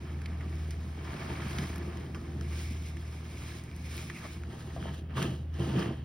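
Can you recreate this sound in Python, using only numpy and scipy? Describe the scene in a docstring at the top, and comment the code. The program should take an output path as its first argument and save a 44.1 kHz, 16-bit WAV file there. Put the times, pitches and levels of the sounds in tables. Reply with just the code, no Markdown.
"""In a room, over a plastic basin of foamy water: two microphone ports a few centimetres apart, above it.
Rubber-gloved hands lift, wring and knead a sponge, then plunge it under. Water slops and makes the
basin boom, pores squelch, foam hisses, films and rubber snap, and single bubbles pop and plop.
Behind it all a motor hums somewhere in the room. The treble is widened in stereo."""
import sys
import numpy as np
from scipy import signal
from scipy.fft import rfft, irfft, next_fast_len
from scipy.io import wavfile

SR = 44100
rng = np.random.default_rng(int(sys.argv[2]) if len(sys.argv) > 2 else 0)


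def pcm_store(signal):
    """Save signal as 16-bit PCM."""
    levels = np.round(np.clip(np.atleast_2d(signal), -1, 1) * 32767)
    wavfile.write(sys.argv[1], SR, levels.astype(np.int16).T)


N = 266672
TIME_S, FFT_SIZE = np.arange(N) / SR, next_fast_len(N + 4096)
WRUNG_S, LAID_DOWN_S, UNDER_WATER_S = 2.45, 4.4, 4.8   # what happens to the sponge, and when


# Hands lift, wring, let go, press, plunge: peak_s, hold_s, rise_s, fall_s, slop_db, squelch_db, hiss_db
HAND_MOVES = [(0.426, 0.017, 0.34, 0.17, -44.5, -56.5, -72), (0.59, 0.032, 0.47, 1, -73, -88, -59.5),
              (1.114, 0.21, 0.22, 0.078, -38, -44.5, -57), (1.525, 0.11, 0.72, 0.32, -38, -44.5, -49.5),
              (1.78, 0.23, 0.53, 0.18, -39.5, -54, -63), (2.177, 0.28, 0.97, 0.34, -41.5, -60.5, -64.5),
              (2.567, 0.062, 0.18, 0.43, -68, -56, -48.5), (2.861, 0.013, 0.082, 0.099, -61, -75, -53.5),
              (3.176, 0.014, 0.73, 0.17, -77, -61, -58), (3.486, 0.073, 0.48, 0.15, -49.5, -54, -51),
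              (3.991, 0.019, 0.34, 0.2, -45.5, -53.5, -48.5), (4.135, 0.2, 0.53, 0.14, -68, -61.5, -53.5),
              (4.242, 0.016, 0.053, 0.032, -43, -46.5, -69),
              (4.508, 0.037, 0.094, 0.45, -43.5, -55.5, -60.5), (4.583, 0.41, 0.14, 0.036, -51, -59.5, -59),
              (4.842, 0.0067, 0.17, 0.28, -34, -54, -61), (5.102, 0.066, 0.03, 0.16, -46, -55.5, -74),
              (5.171, 0.078, 0.031, 0.13, -29, -42.5, -47), (5.262, 0.016, 0.054, 0.25, -35.5, -67, -56.5),
              (5.605, 0.11, 0.056, 0.12, -32, -52, -54), (5.543, 0.018, 0.026, 0.18, -62, -56, -61.5),
              (5.79, 0.041, 0.19, 0.17, -24.5, -42, -51)]
# Stirring between moves, quieter once the sponge is under: time_s, offset_db
RESTING_WATER = [(0, 1.5), (3.3, -1.5), (4.6, -0.5), (5.0, -23), (6.05, -7.5)]

def hand_levels(swing_db=20):
    """Slop, squelch and hiss in dB: each move swells, holds and falls above the resting water."""
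    t = np.arange(0, N + 64, 64) / SR
    rest_db = np.interp(t, *np.transpose(RESTING_WATER)) + np.array([[-45.5], [-58], [-64]])
    power = from_db(rest_db) ** 2
    for peak_s, hold_s, rise_s, fall_s, *levels_db in HAND_MOVES:
        below = np.maximum((peak_s - t) / rise_s, 0) + np.maximum((t - peak_s - hold_s) / fall_s, 0)
        power += from_db(np.array(levels_db)[:, None] - swing_db * below) ** 2
    return [np.interp(TIME_S, t, 10 * np.log10(layer)) for layer in power]


# Low modes of the plastic basin: pitch_hz, width_hz, level_db
BASIN_MODES = [(134.6, 10.6, 6.5), (150.7, 20.3, -1), (178.9, 10.2, 1), (232, 24.5, -3),
               (284.5, 24.5, -4.5), (344.6, 21.7, -0.5), (430.5, 112, -5.5), (681, 37, -13.5),
               (796, 68, -15.5)]

def slop(level_db):
    """Soft lumps of water shove the basin wall and it booms, deeper with the hands under water."""
    shoves = grains(per_s=350, spread_db=2.5, clump_db=2.5) + .5 * rng.standard_normal(N)
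    shoves = signal.sosfilt(signal.butter(2, 600, fs=SR, output="sos"), shoves)
    modes = [from_db(db) * (-1) ** k * rms_one(resonance(shoves, hz, width_hz))
             for k, (hz, width_hz, db) in enumerate(BASIN_MODES)]
    modes[0] *= from_db(np.where(TIME_S < UNDER_WATER_S, -2.5, 1))
    return from_db(level_db) * sum(modes) / np.sqrt(len(modes))


# Tone of the squeezed pores: frequency_hz, gain_db
SQUELCH_SPECTRUM = [(400, -14), (600, 4), (900, 4.5), (1200, 4.5), (1450, 3), (1750, 5.5), (2250, 0),
                    (2700, -2.5), (3200, -3.5), (3500, -10.5), (5000, -10.5), (8000, -41)]

def squelch(level_db):
    """Air pockets in the pores burst and ring a few cycles, each at its own pitch, over rushing water."""
    bursts = grains(per_s=2500, spread_db=3, clump_db=4)
    pitches_hz = np.geomspace(450, 7000, 18)
    pocket = rng.integers(0, len(pitches_hz), N)
    rings = sum(rms_one(resonance(bursts * (pocket == k) + 1e-18, hz, hz / 7.8)) / np.sqrt(hz)
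                for k, hz in enumerate(pitches_hz))
    bright_rings = rms_one(np.diff(rings, prepend=0))
    rush = 1.04 * rng.standard_normal(N) * from_db(.18 * drift(28))
    pores = coloured(in_basin(bright_rings + rush), SQUELCH_SPECTRUM)
    return sponge_bands(from_db(level_db) * pores, "squelch")


# Tone of the foam: frequency_hz, gain_db
FOAM_SPECTRUM = [(800, -30), (1600, 7.5), (2250, -1.5), (2800, 8), (3600, 6.5), (5300, 2), (8000, 2.5),
                 (12000, -7.5), (16000, -8.5)]

def foam(level_db):
    """Countless tiny films break: crackle merges into hiss, with a few lone ticks. The treble flickers."""
    crackle = .67 * grains(per_s=5000, spread_db=4, clump_db=4) + rng.standard_normal(N)
    ticks = .2 * grains(per_s=80, spread_db=4, clump_db=3)
    hiss = coloured(crackle + ticks, FOAM_SPECTRUM)
    treble = signal.sosfilt(signal.butter(4, 11000, "high", fs=SR, output="sos"), hiss)
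    gain = from_db(level_db + drift(16))
    banded = sponge_bands(hiss, "hiss")
    flicker = from_db(1.7 * drift(24)) - 1
    return gain * (banded + flicker * treble)


# Bands in which the lifted sponge sings: pitch_hz, width_hz, hiss_db, squelch_db
SPONGE_BANDS = [(2240, 326, 8.5, -6), (5280, 390, -7.5, -9)]

def sponge_bands(x, layer):
    """Held up, the sponge sings, more once wrung out and sucking air; under water a broad band gushes."""
    held = x * (TIME_S < LAID_DOWN_S) * from_db(3.5 * (TIME_S > WRUNG_S))
    gush = from_db(-1.5) * resonance(x * (TIME_S > UNDER_WATER_S), hz=2960, width_hz=660)
    out = x + gush
    for hz, width_hz, hiss_db, squelch_db in SPONGE_BANDS:
        band = resonance(resonance(held, hz, 2 * width_hz), hz, width_hz)
        db = hiss_db if layer == "hiss" else squelch_db
        out += from_db(db + 3.1 * drift(11)) * band
    return out


# Pops, drips and wet smacks: start_s, level_db, pitch_hz, decay_s, snap_relative_db
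WET_POPS = [(0.217, -39.5, 1840, 0.003, -5), (0.259, -33.5, 2260, 0.002, -10),
            (0.407, -41.5, 1700, 0.017, -13), (0.707, -44.5, 1780, 0.018, 2.5),
            (1.403, -36, 1910, 0.0056, -23), (1.585, -27.5, 1730, 0.0056, -5),
            (1.758, -36, 1340, 0.0062, -3), (1.972, -39, 1650, 0.0031, -0.5),
            (2.147, -34, 2120, 0.0025, -9), (2.151, -39.5, 1250, 0.018, -4.5),
            (2.411, -37.5, 1230, 0.0023, 3.5), (2.969, -38.5, 1910, 0.004, -5),
            (4.099, -31, 1580, 0.0041, -10), (4.25, -36, 676, 0.0088, -19),
            (4.436, -33.5, 1480, 0.0011, -9), (4.763, -33, 490, 0.015, -50),
            (4.827, -35, 1460, 0.0012, -31), (4.856, -32.5, 567, 0.0023, -27),
            (4.942, -42.5, 1510, 0.0035, -1), (5.106, -45, 1490, .005, -21),
            (5.170, -31.5, 1470, 0.0078, -13), (5.217, -30, 1460, 0.018, -16),
            (5.729, -39.5, 885, 0.0046, -3), (5.792, -43, 1490, 0.011, 8.5),
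            (5.827, -33, 1970, 0.0026, -16), (5.856, -42, 1290, 0.0059, -33)]

def pops():
    """A click and a dying spatter ring a small cavity, with a bright snap on top."""
    out, t = np.zeros(N), np.arange(2600) / SR
    for start_s, db, hz, decay_s, snap_db in WET_POPS:
        spatter = np.sign(rng.standard_normal(len(t))) * np.exp(-t / decay_s)
        spatter[0] = 4.7   # the click
        cavity = resonance(resonance(spatter, hz, hz / 1.8), hz, 1.2 * hz)
        snap = (resonance(spatter, 4100, 3000) + 2.7 * resonance(spatter, 3030, 510)
                + 2.1 * resonance(spatter, 4950, 1200))
        add(out, start_s, from_db(db) * (peak_one(cavity) + from_db(snap_db) * peak_one(snap)))
    return out


# Single bubbles, from dull plops of falling foam to small gurgles: start_s, level_db, pitch_hz, cycles
BUBBLES = [(1.462, -23.5, 188, 3.8), (1.526, -46, 170, 3.5), (1.588, -31.5, 221, 11),
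           (1.628, -32, 338, 9.9), (1.777, -30.5, 180, 4.8), (1.864, -35, 195, 5.5), (1.971, -30, 166, 4.1),
           (2.404, -31, 159, 7.5), (2.709, -30, 229, 4.5), (5.18, -28, 1150, 9.8), (5.193, -31, 1410, 6.5),
           (5.244, -32, 1220, 8.2), (5.222, -34.5, 1720, 19), (5.594, -29.5, 133, 62),
           (5.775, -31, 166, 18)]

def bubbles(climb=.013):
    """Each bubble rings as a decaying sine that climbs as the cavity closes."""
    out = np.zeros(N)
    for start_s, db, hz, cycles in BUBBLES:
        turns = hz * np.arange(int(3 * cycles / hz * SR)) / SR
        tone = np.sin(2 * np.pi * turns * (1 + climb * turns / cycles))
        envelope = np.exp(-2.7 * turns / cycles) * (1 - np.exp(-6 * turns))
        add(out, start_s, from_db(db) * envelope * tone)
    return out


# Snaps of bursting films and rubber: start_s, level_db, pitch_hz
FILM_SNAPS = [(.218, -50, 8800), (0.260, -39.5, 4530), (0.707, -34.5, 5530), (1.484, -41, 9000),
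              (1.585, -31.5, 3200), (1.759, -40.5, 8950), (1.781, -43, 9900), (3.637, -44.5, 9000),
              (3.713, -42, 2260), (3.763, -42, 9300), (3.967, -37, 10000), (4.945, -50, 8400),
              (5.541, -46.5, 4500), (5.173, -39, 3040), (5.218, -32, 2980), (5.226, -30, 6040),
              (5.226, -27.5, 2860)]

def snaps(swell_s=.0009):
    """A very short noise burst in one resonance; small, high films snap broader."""
    out, t = np.zeros(N), np.arange(400) / SR
    for start_s, db, hz in FILM_SNAPS:
        burst = np.sign(rng.standard_normal(len(t))) * t * np.exp(-t / swell_s)
        snap = resonance(burst, hz, width_hz=hz * hz / 13000)
        add(out, start_s, from_db(db) * peak_one(snap))
    return out


# Narrow resonances of the basin: pitch_hz, width_hz, gain_db
RING_MODES = [(670, 14, 3), (773, 8.4, 5), (917.6, 9.7, 5), (1055, 41, -1), (1171, 38, -0.5), (1272, 15, 4),
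              (1730, 37, -7.5), (3040, 29, -4.5), (3180, 47, 0.5)]

def in_basin(x):
    """The direct sound plus the narrow basin resonances it stirs, stronger with the hands under water."""
    drive = x * from_db(3 * (TIME_S >= UNDER_WATER_S))
    return x + sum(from_db(db) * resonance(drive, hz, width_hz) for hz, width_hz, db in RING_MODES)


# The motor's main tone, somewhere in the room: time_s, level_db
HUM_LEVEL = [(0.0, -46.5), (0.1, -37), (0.72, -35.5), (1.11, -43), (1.16, -62), (1.24, -42.5), (1.77, -38),
             (2.19, -43.5), (2.47, -34.5), (3.68, -46), (3.88, -38), (4.17, -52), (4.47, -39), (4.59, -56),
             (4.67, -42.5), (5.16, -40.5), (5.21, -44), (5.55, -34.5), (5.82, -43.5), (6.04, -42)]
# Its fainter neighbours: pitch_ratio, level_db
HUM_NEIGHBOURS = [(.75, -57.5), (1.5, -51), (2, -52.5)]

def motor(hum_hz=78.58):
    """A motor hums: one wavering tone among slightly blurred neighbours."""
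    phase = 2 * np.pi * hum_hz * TIME_S + .33 * drift(1.34)
    tone = from_db(np.interp(TIME_S, *np.transpose(HUM_LEVEL))) * np.sin(phase)
    neighbours = sum(from_db(db + 2 * drift(3)) * np.sin(ratio * phase + .8 * drift(2.5))
                     for ratio, db in HUM_NEIGHBOURS)
    return np.sqrt(2) * (tone + neighbours)


# Room tone: frequency_hz, gain_db
ROOM_SPECTRUM = [(25, -9.5), (33, -20), (45, -25), (60, 4.5), (120, -7), (250, -7), (420, -18.5),
                 (600, -23), (1500, -31), (3000, -34.5), (6000, -63.5), (16000, -47)]

def room_air():
    """The air of the room, a faint steady rumble."""
    return from_db(-48.5) * coloured(rng.standard_normal(N), ROOM_SPECTRUM)


# The microphone ports above the basin: frequency_hz, left_lead_rad, likeness, left_minus_right_db
MICROPHONE_PORTS = [(150, 0, 1, 0), (260, 0, .985, -1), (380, .2, .9, -2), (600, .3, .55, 4),
                    (900, -.7, .35, 1.5), (1300, -.55, .62, 0), (1800, -.1, .92, -.3), (2500, .2, .45, -3),
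                    (2900, 1.3, .78, -2), (3800, .65, .72, 0), (4400, 1.1, .55, -2.5), (4900, .1, .82, 0),
                    (6200, 0, 1, 0)]

def stereo_image(shared, scattered):
    """Each port hears shared sound in its own phase, plus scattered sound; treble widening is added."""
    lead, likeness, balance_db = on_bins(MICROPHONE_PORTS)
    extra_lead, likeness_kept = treble_widening()
    likeness *= likeness_kept
    both = np.sqrt((1 + likeness) / 2) * rfft(shared, FFT_SIZE)
    apart = np.sqrt((1 - likeness) / 2) * rfft(scattered, FFT_SIZE)
    tilt = from_db(balance_db / 2) * np.exp(.5j * (lead + extra_lead))
    return irfft([(both + apart) * tilt, (both - apart) / tilt], FFT_SIZE)[:, :N]


def treble_widening(from_hz=4570, step_hz=2980, flat_share=.46, blur=.38):
    """Widens the hiss: treble bands alternate opposite and equal left-right phase, diffuse in between."""
    steps = np.maximum(np.fft.rfftfreq(FFT_SIZE, 1 / SR) - from_hz, 0) / step_hz
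    offset = steps - np.round(steps)
    between = np.clip((2 * np.abs(offset) - flat_share) / (1 - flat_share), 0, 1)
    lead_rad = np.pi * (np.round(steps) + np.sign(offset) * between / 2)
    return lead_rad, 1 - blur * between


def from_db(db):
    """Decibels to gain."""
    return 10 ** (np.asarray(db) / 20)


def rms_one(x):
    """Scale to rms 1."""
    return x / np.sqrt(np.mean(x ** 2) + 1e-20)


def peak_one(x):
    """Scale to peak 1."""
    return x / np.abs(x).max()


def on_bins(rows):
    """Columns of a frequency table, interpolated onto the FFT bins."""
    hz, *columns = np.transpose(rows)
    log_bins = np.log(np.fft.rfftfreq(FFT_SIZE, 1 / SR) + 1)
    return [np.interp(log_bins, np.log(hz), column) for column in columns]


def coloured(x, spectrum):
    """Filter by a spectrum table; rms 1."""
    gain = from_db(on_bins(spectrum)[0])
    return rms_one(irfft(rfft(x, FFT_SIZE) * gain, FFT_SIZE)[:N])


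def drift(rate_hz, hop=40):
    """Slow random wander of rms about 1."""
    r = np.exp(-2 * np.pi * rate_hz * hop / SR)
    slow = signal.lfilter([1], [1, -2 * r, r * r], rng.standard_normal(N // hop + 2002))[2000:]
    return np.interp(np.arange(N) / hop, np.arange(len(slow)), rms_one(slow))


def resonance(x, hz, width_hz):
    """Two-pole resonance, gain 1 at its peak."""
    r = np.exp(-np.pi * width_hz / SR)
    feedback = [1, -2 * r * np.cos(2 * np.pi * hz / SR), r * r]
    return signal.lfilter(np.array([1, 0, -1]) * (1 - r * r) / 2, feedback, x)


def grains(per_s, spread_db, clump_db):
    """Random clicks of uneven size that come in clumps."""
    sizes = from_db(spread_db * np.minimum(rng.exponential(1, N), 5)) * rng.choice([-1, 1], N)
    fires = rng.random(N) < per_s * from_db(clump_db * drift(14)) / SR
    return rms_one(sizes * fires) + 1e-18


def add(out, start_s, piece):
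    """Mix a short sound in at a moment."""
    at = round(start_s * SR)
    out[at:at + len(piece)] += piece[:N - at]


def wide_sources():
    """Water, pores, foam and room air reach the microphone from a wide area."""
    air = room_air()
    slop_db, squelch_db, hiss_db = hand_levels()
    return slop(slop_db) + squelch(squelch_db) + foam(hiss_db) + air


def scene():
    """Basin, motor and room air in stereo, faded briefly in and out."""
    fade = np.clip(np.minimum(TIME_S, TIME_S[::-1]) / .008, 0, 1)
    shared = wide_sources() + in_basin(pops() + bubbles() + snaps()) + motor()
    scattered = wide_sources()
    return stereo_image(fade * shared, fade * scattered)


def record(dry):
    """The top is cut steeply above 15.8 kHz."""
    return signal.sosfilt(signal.ellip(12, .3, 85, 15800, fs=SR, output="sos"), dry)


dry = scene()
out = record(dry)
pcm_store(out)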